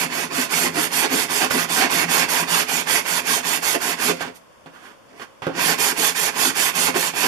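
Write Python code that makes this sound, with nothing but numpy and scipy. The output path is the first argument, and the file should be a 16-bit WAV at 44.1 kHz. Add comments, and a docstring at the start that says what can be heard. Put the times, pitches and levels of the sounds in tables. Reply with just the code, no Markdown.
"""A sanding block runs to and fro, five strokes a second, over filler on a hollow model fuselage.
Each stroke sets off, glides and brakes; the grit hisses and rasps with that speed and the shell drums.
On high spots the block catches, jolts the shell and chatters. In a pause the hands slide and knock on
the shell. A small workshop adds short echoes and a faint drone."""
import sys
import numpy as np
from scipy import signal
from scipy.fft import rfft, irfft, next_fast_len
from scipy.io import wavfile
from scipy.ndimage import uniform_filter1d

SR = 44100
rng = np.random.default_rng(int(sys.argv[2]) if len(sys.argv) > 2 else 0)


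def wrap_up_sound(samples):
    """Save the sound to the file named by the first command line argument, as 16-bit audio."""
    columns = np.atleast_2d(samples).T
    # keep every value between -1 and 1, then stretch to whole-number steps
    tamed = np.clip(columns, -1, 1)
    steps = np.round(tamed * 32767).astype(np.int16)
    wavfile.write(sys.argv[1], SR, steps)


N = 320607
TIME_S = np.arange(N) / SR
FFT_SIZE = next_fast_len(N + SR // 2)
FREQ_HZ = np.fft.rfftfreq(FFT_SIZE, 1 / SR)

# pull and push in turn, pull first (start [s], pressure [dB], extra hiss [dB], attack [s])
STROKES = [(-0.077, -23.5, 1.5, 0.03), (0.083, -24.5, -2.2, 0.042), (0.29, -24, 1, 0.047),
           (0.482, -21.5, 1.7, 0.032), (0.713, -23, 3, 0.051), (0.895, -21.5, 2.5, 0.034),
           (1.086, -22.5, 0.5, 0.024), (1.278, -22, -0.4, 0.022), (1.495, -22.1, -1, 0.01),
           (1.674, -22.5, 2, 0.025), (1.89, -20, -1.6, 0.015), (2.066, -19, -0.5, 0.033),
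           (2.274, -21.2, -0.5, 0.014), (2.458, -19.5, 0.5, 0.035), (2.66, -23, 0.2, 0.026),
           (2.848, -20, 1.5, 0.036), (3.033, -22.5, 1, 0.035), (3.23, -21.5, 2.6, 0.038),
           (3.422, -21.5, 0, 0.03), (3.605, -23.5, 4, 0.027), (3.793, -23, -0.8, 0.021),
           (3.963, -21, 1.9, 0.047), (4.147, -37, -20, 0.023), (5.538, -19, 0.9, 0.062),
           (5.771, -21, 2.2, 0.018), (5.944, -21, 5.5, 0.044), (6.138, -22.5, 2.5, 0.022),
           (6.321, -19.5, 4.5, 0.067), (6.532, -21.5, 2.5, 0.029), (6.728, -21.5, 3.5, 0.026),
           (6.926, -22.5, 1.1, 0.029), (7.122, -25, 3, 0.036)]
# block comes to rest (time [s])
STOPS = [4.31, 7.34]
# block grazes without pressure (centre [s], half length [s], rasp [dB], hiss [dB])
GRAZES = [(4.219, 0.0091, -31, -34.5), (4.256, 0.018, -53, -52), (4.365, 0.013, -51, -46),
          (5.195, 0.02, -48.5, -54), (5.226, 0.006, -37, -72)]
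# block catches on a high spot (centre [s], half length [s], chatter [Hz], force [dB])
CATCHES = [(0.387, 0.017, 262, -28), (0.651, 0.011, 257.6, -26), (0.782, 0.019, 297, -24),
           (1.046, 0.016, 813, -26), (1.137, 0.024, 269, -23), (1.43, 0.024, 785, -25.5),
           (1.553, 0.012, 270, -21), (1.822, 0.034, 766, -23.5), (2.2, 0.026, 1044, -31.5),
           (3.756, 0.0085, 619, -22.5), (3.875, .018, 250, -29.5), (4.102, 0.015, 440, -21),
           (5.14, 0.041, 262, -50), (5.703, 0.017, 820, -28.5), (5.92, 0.011, 281, -29.5),
           (5.993, 0.0069, 300, -27.5), (6.882, 0.015, 800, -27), (6.964, 0.011, 398, -23.5),
           (7.249, 0.017, 940, -25.5)]
# shell drumming for a given pressure (time [s], gain [dB])
DRUM_GAIN = [(0, -7.5), (1.0, -12), (2.5, -14), (3.5, -14), (4.0, -12.5), (4.3, 3), (5.6, -14),
             (6.2, -16.5), (7.27, -14)]
# shell modes under the block (frequency [Hz], width [Hz], gain [dB])
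SHELL_MODES = [(97, 18, -15), (169.3, 10.2, 2.5), (245, 20.3, 3.5), (283, 40, 0.5), (370.5, 43, -2.5),
               (431, 15, -1), (526, 14, -3.5), (693, 26, -5)]
# noise spectra (frequency [Hz], relative density [dB])
HISS_SPECTRUM = [(200, -27), (1500, -49), (3200, 1), (4700, -2), (5600, -2.5), (7000, 1), (8500, -1),
                 (11500, -1.5), (13000, -2.5), (14300, -11), (15200, -40)]
RASP_SPECTRUM = [(40, -31), (85, -21), (200, -19), (450, -2.5), (620, -4.5), (780, -3), (1050, 1),
                 (1280, -2.5), (1650, 0), (2600, 0), (3200, -7), (4600, -7.5), (8000, -16.5), (15000, -38)]
DRONE_SPECTRUM = [(15, -44), (25, -14), (250, -5), (404, -8), (529, 0), (790, -9), (1060, -4), (1390, -11),
                  (1500, -10), (1960, -15), (3440, -17), (4040, -25), (4620, -21), (10300, -28),
                  (15000, -36)]
CLACK_SPECTRUM = [(30, -30), (100, -3), (250, -6), (900, 2), (2000, -3.5), (3300, -7), (5000, -17.5),
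                  (9000, -26), (15000, -37)]
PALM_SPECTRUM = [(100, -31), (270, -7), (550, -10), (850, -11), (1120, -2), (1350, -6), (1630, -4),
                 (2100, -12), (3200, -13.5), (5000, -21.5), (10000, -26), (15000, -34)]
# peaks in the drone (frequency [Hz], width [Hz], level [dB])
DRONE_PEAKS = [(550, 17, -74), (1080, 55, -78)]
# hand and block hit the shell (time [s], boom [dB], hardness [dB/octave], clack [dB], clack t60 [s])
KNOCKS = [(1.509, -26, 1, -17, 0.073), (4.207, -30, 10, -24, 0.26), (4.66, -38, -6, -38.5, 0.17),
          (5.197, -43, -5, -35, 0.15), (5.420, -39, -8, -29.5, 0.62), (5.468, -14.5, -0.5, -30, 0.058),
          (6.944, -42, 3, -21.5, 0.048), (7.137, -50, 5, -28, .08)]
# modes of the knocked shell (frequency [Hz], gain [dB], t60 [s])
KNOCK_MODES = [(164.5, -17, 0.23), (276, -9, 0.23), (338, -17, 0.49), (532, 1.5, 0.11), (770, -20, 0.34),
               (1103, -16, 0.23), (1335, -27, 0.46), (1420, -25, 0.34), (1560, -16.5, 0.16)]
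# palm slides on the shell (centre [s], half length [s], level [dB])
SLIDES = [(4.76, 0.022, -45.5), (4.865, 0.045, -42), (5.226, 0.018, -35)]
# stereo balance (frequency [Hz], left minus right [dB])
BALANCE = [(100, 0), (170, -1), (245, 1.5), (350, 0), (480, -4), (610, -14.5), (760, -6.5), (980, -4),
           (1500, -7), (2400, -14), (3500, -7), (7300, -8), (8500, -14), (13000, -22.5)]
# likeness of left and right (frequency [Hz], coherence [0-1])
COHERENCE = [(60, 0.3), (160, 1), (500, 0.64), (610, 0.47), (760, 0.68), (1100, 1), (1350, 0.37),
             (1600, 0.91), (3000, 0.17), (4600, 0.37), (9000, 0.2), (13000, 0.42)]
# phase between the sides (frequency [Hz], left lead [rad])
LEFT_LEAD = [(0, 0), (250, -.1), (560, -2.4), (700, .6), (1300, -2.6), (1500, -.9), (2300, -2.8),
             (4650, -5.3), (10400, -11.8), (15000, -17)]
# narrow output dips (frequency [Hz], width [Hz], depth [0-1])
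NOTCHES = [(3963, 230, 0.82), (7940, 140, .92)]


def amp(db):
    """Decibels to gain."""
    return 10 ** (np.asarray(db) / 20)


def unit_rms(x):
    """Scale to rms 1."""
    return x / np.sqrt(np.mean(x ** 2) + 1e-20)


def curve(table):
    """Interpolate a table over log frequency."""
    hz, value = np.transpose(table)
    return np.interp(np.log(FREQ_HZ + 1), np.log(hz + 1), value)


def filtered(x, response):
    """Apply a frequency response."""
    return irfft(rfft(x, FFT_SIZE) * response, FFT_SIZE)[..., :N]


def coloured(x, response):
    """Colour a white signal at constant power."""
    return filtered(x, response / np.sqrt(np.mean(abs(response) ** 2)))


def resonance(hz, width_hz):
    """Response of one damped mode."""
    damping = 1j * FREQ_HZ * width_hz
    return damping / (hz ** 2 - FREQ_HZ ** 2 + damping)


def swell(centre_s, half_s):
    """Bell-shaped envelope."""
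    return np.exp(-.5 * np.minimum(((TIME_S - centre_s) / half_s) ** 2, 100))


def judder(rate_hz, depth_db):
    """Gain of a contact that grips and slips at random."""
    wobble = filtered(rng.standard_normal(N), 1 / (1 + (FREQ_HZ / rate_hz) ** 2))
    return unit_rms(amp(depth_db * unit_rms(wobble)))


def grit(snaps_per_s, spread_db, snap_share):
    """Uneven grains snap free in a wash of countless small ones."""
    snaps = (rng.random((2, N)) < snaps_per_s / SR) * rng.choice([-1, 1], (2, N))
    snaps = snaps * amp(spread_db * np.minimum(rng.exponential(1, N), 4))
    wash = rng.standard_normal((2, N))
    return np.sqrt(snap_share) * unit_rms(snaps) + np.sqrt(1 - snap_share) * wash


def wandering(x, narrow_db, broad_db):
    """The moving contact favours changing resonances, narrow and broad."""
    spectra = signal.stft(x, nperseg=1024, noverlap=768)[2]
    gain_db = 0
    for depth_db, bins, frames in (narrow_db, 3, 7), (broad_db, 12, 9):
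        ripple = uniform_filter1d(rng.standard_normal(spectra.shape[1:]), bins, axis=0)
        ripple = unit_rms(uniform_filter1d(ripple, frames, axis=1))
        gain_db += depth_db * np.clip(ripple, -2, 2)
    return signal.istft(spectra * unit_rms(amp(gain_db)), nperseg=1024, noverlap=768)[1][:, :N]


def stroke_envelopes(pull_brake_s=0.027, push_brake_s=0.035, hold_s=0.023, sideways=0.15):
    """Hiss, rasp and drum follow hand pressure and powers of speed; grazes add hiss and rasp."""
    speed, spurt, pressure, bite = np.zeros((4, N))
    turns_s = np.sort([row[0] for row in STROKES] + list(STOPS))
    for k, (start_s, pressure_db, bite_db, attack_s) in enumerate(STROKES):
        end_s = turns_s[turns_s > start_s][0]
        now = (TIME_S >= start_s) & (TIME_S < end_s)
        age_s = TIME_S[now] - start_s
        brake_s = push_brake_s if k % 2 else pull_brake_s
        along = np.tanh(age_s / attack_s) * np.tanh((end_s - TIME_S[now]) / brake_s)
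        speed[now] = np.hypot(along, sideways) / np.hypot(1, sideways)  # drifts on through a turn
        breakaway = 0.069 * np.tanh(hold_s / attack_s)  # grit holds, then tears free
        spurt[now] = breakaway * (age_s > hold_s) * np.exp((hold_s - age_s) / attack_s)
        pressure[now], bite[now] = amp(pressure_db), amp(bite_db)
    hiss = pressure * bite * (speed ** 3.7 + spurt)
    rasp = pressure * speed ** 1.24
    drum = pressure * amp(np.interp(TIME_S, *np.transpose(DRUM_GAIN))) * speed ** 0.57
    for centre_s, half_s, rasp_db, hiss_db in GRAZES:
        rasp += amp(rasp_db) * swell(centre_s, half_s)
        hiss += amp(hiss_db) * swell(centre_s, half_s)
    return hiss, rasp, drum


def catch_envelope(db_per_octave=0):
    """Force swells at the catches, weighted by chatter frequency."""
    return sum(amp(force_db + db_per_octave * np.log2(hz / 500)) * swell(centre_s, half_s)
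               for centre_s, half_s, hz, force_db in CATCHES)


def grit_hiss(envelope, gain_db=-0.5):
    """Fine grit hisses straight into the air."""
    grains = grit(snaps_per_s=3000, spread_db=4.0, snap_share=0.37)
    grains = wandering(grains, narrow_db=3.0, broad_db=1.53)
    return amp(gain_db) * coloured(grains * envelope, amp(curve(HISS_SPECTRUM)))


def grit_rasp(envelope, grip, catch_gain_db=2.5):
    """Coarse grit rasps through the block; catches add more, the quicker their chatter."""
    grains = grit(snaps_per_s=1500, spread_db=2.5, snap_share=0.21)
    grains = wandering(grains, narrow_db=2.0, broad_db=1.04)
    catches = amp(catch_gain_db) * catch_envelope(db_per_octave=6.5)
    force = np.hypot(envelope, catches) * grip * judder(rate_hz=48, depth_db=1.11)
    return coloured(grains * force, amp(curve(RASP_SPECTRUM)))


def shell_response(low_hz=50, high_hz=1500):
    """Modes of a small hollow shell, which radiates little deep bass."""
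    modes = sum(amp(db) * resonance(hz, width_hz) * (-1) ** k
                for k, (hz, width_hz, db) in enumerate(SHELL_MODES))
    return modes / np.sqrt((1 + (low_hz / (FREQ_HZ + 1)) ** 4) * (1 + (FREQ_HZ / high_hz) ** 2))


def shell_drum(envelope, gain_db=-0.53):
    """Grit on lumpy filler drives the shell modes."""
    lumps = judder(rate_hz=7.1, depth_db=2.0)
    grains = grit(snaps_per_s=490, spread_db=1.5, snap_share=0.28)
    grains = wandering(grains, narrow_db=2.0, broad_db=0.4)
    return amp(gain_db) * coloured(grains * envelope * lumps, shell_response())


def drone(floor_db=-50.5, common_gain=0.14):
    """Steady room noise with two soft peaks, as of a far fan."""
    noise = unit_rms(rng.standard_normal((2, N)) + common_gain * rng.standard_normal(N))
    peaks = sum(amp(db) * coloured(noise, resonance(hz, width_hz)) for hz, width_hz, db in DRONE_PEAKS)
    return amp(floor_db) * coloured(noise, amp(curve(DRONE_SPECTRUM))) + peaks


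def catch_jolts(gain_db=-1.0, low_hz=290):
    """A sharp catch jolts the shell, favouring its higher modes."""
    upper_modes = shell_response() / np.sqrt(1 + (low_hz / (FREQ_HZ + 1)) ** 4)
    return amp(gain_db) * coloured(rng.standard_normal((2, N)) * catch_envelope(), upper_modes)


def catch_chatter(pitch_jitter=0.1, db_per_octave=1.5):
    """The caught block sticks and slips unevenly at one shell resonance."""
    detune = pitch_jitter * unit_rms(uniform_filter1d(rng.standard_normal(N), size=150))
    warped_s = TIME_S + np.cumsum(detune) / SR
    tones = np.zeros(N)
    for centre_s, half_s, hz, force_db in CATCHES:
        envelope = amp(force_db + db_per_octave * np.log2(hz / 500)) * swell(centre_s, half_s)
        tones += envelope * np.sin(2 * np.pi * hz * warped_s)
    return tones * np.array([[1], [.3]])


def knocks(tick_db=-21, tick_s=0.00063, low_hz=130, thud_db=-7, thud_t60_s=0.16):
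    """Each knock rings the shell, with a dull thud, a tick and a short clack of the block."""
    boom, thud, clack, tick = np.zeros((4, N))
    for start_s, boom_db, hardness, clack_db, clack_t60_s in KNOCKS:
        now = (TIME_S >= start_s) & (TIME_S < start_s + 1)
        age_s = TIME_S[now] - start_s
        for hz, db, t60_s in KNOCK_MODES:
            mode_db = boom_db + db + hardness * np.log2(hz / 500)  # soft touch: mostly low modes
            boom[now] += amp(mode_db - 60 * age_s / t60_s) * np.sin(2 * np.pi * hz * age_s)
        thud[now] += amp(boom_db + thud_db - 60 * age_s / thud_t60_s)
        clack[now] += amp(clack_db - 60 * age_s / clack_t60_s)
        tick[now] += amp(boom_db + tick_db) * np.exp(-age_s / tick_s)
    boom = signal.sosfilt(signal.butter(3, low_hz, "high", fs=SR, output="sos"), boom)
    block_noise, hand_noise = rng.standard_normal((2, 2, N))
    thuds = coloured(hand_noise * thud, resonance(hz=380, width_hz=260) / (1 + 1j * FREQ_HZ / 900))
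    clacks = coloured(block_noise * clack, amp(curve(CLACK_SPECTRUM)))
    return boom * np.array([[1], [.5]]) + thuds + clacks + block_noise * tick


def palm_slides():
    """Skin brushes the shell as the steadying hand finds a new grip."""
    envelope = sum(amp(db) * swell(centre_s, half_s) for centre_s, half_s, db in SLIDES)
    friction = rng.standard_normal((2, N)) * judder(rate_hz=36, depth_db=0.5)
    return coloured(friction * envelope, amp(curve(PALM_SPECTRUM)))


def place_right(x):
    """The work lies to the right: that side hears it sooner and brighter."""
    coherence = np.clip(curve(COHERENCE), 0, .98)
    balance = amp(curve(BALANCE))
    lead = np.exp(1j * np.interp(FREQ_HZ, *np.transpose(LEFT_LEAD)))
    equal_power = np.sqrt(2 / (1 + balance ** 2))
    left = filtered(x[0], coherence * lead) + filtered(x[1], np.sqrt(1 - coherence ** 2))
    return np.array([filtered(left, equal_power * balance), filtered(x[0], equal_power)])


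def workshop(x, wet_db=-8.0, t60_s=0.27, high_hz=12000, echoes_per_s=2000, gap_s=0.002):
    """Bench, clutter and walls return a short scatter of echoes."""
    delay_s = TIME_S[:SR // 3]
    taps = rng.standard_normal((2, len(delay_s)))
    taps *= rng.random(taps.shape) < echoes_per_s / SR
    taps *= (delay_s > gap_s) * amp(-60 * delay_s / t60_s)
    taps /= np.linalg.norm(taps, axis=1, keepdims=True)
    return x + amp(wet_db) * filtered(x, rfft(taps, FFT_SIZE) / (1 + 1j * FREQ_HZ / high_hz))


def scene():
    """Sanding, catches and handling in the room, over the drone."""
    hiss, rasp, drum = stroke_envelopes()
    grip = judder(rate_hz=87, depth_db=0.36)
    sanding = grit_hiss(hiss * grip) + grit_rasp(rasp, grip) + shell_drum(drum)
    catches = catch_jolts() + catch_chatter()
    handling = palm_slides() + knocks()
    return workshop(place_right(sanding + catches + handling)) + drone()


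def record(dry, ceiling=0.85, cutoff_hz=15150):
    """Soft clip, two narrow notches, low-pass."""
    rounded = dry / (1 + (dry / ceiling) ** 6) ** (1 / 6)
    notches = np.prod([1 - depth / (1 + (2 * (FREQ_HZ - hz) / width_hz) ** 2)
                       for hz, width_hz, depth in NOTCHES], axis=0)
    low_pass = signal.firwin(511, cutoff_hz, window=("kaiser", 9), fs=SR)
    return signal.oaconvolve(filtered(rounded, notches), low_pass[None], "same")


dry = scene()
out = record(dry)
wrap_up_sound(out)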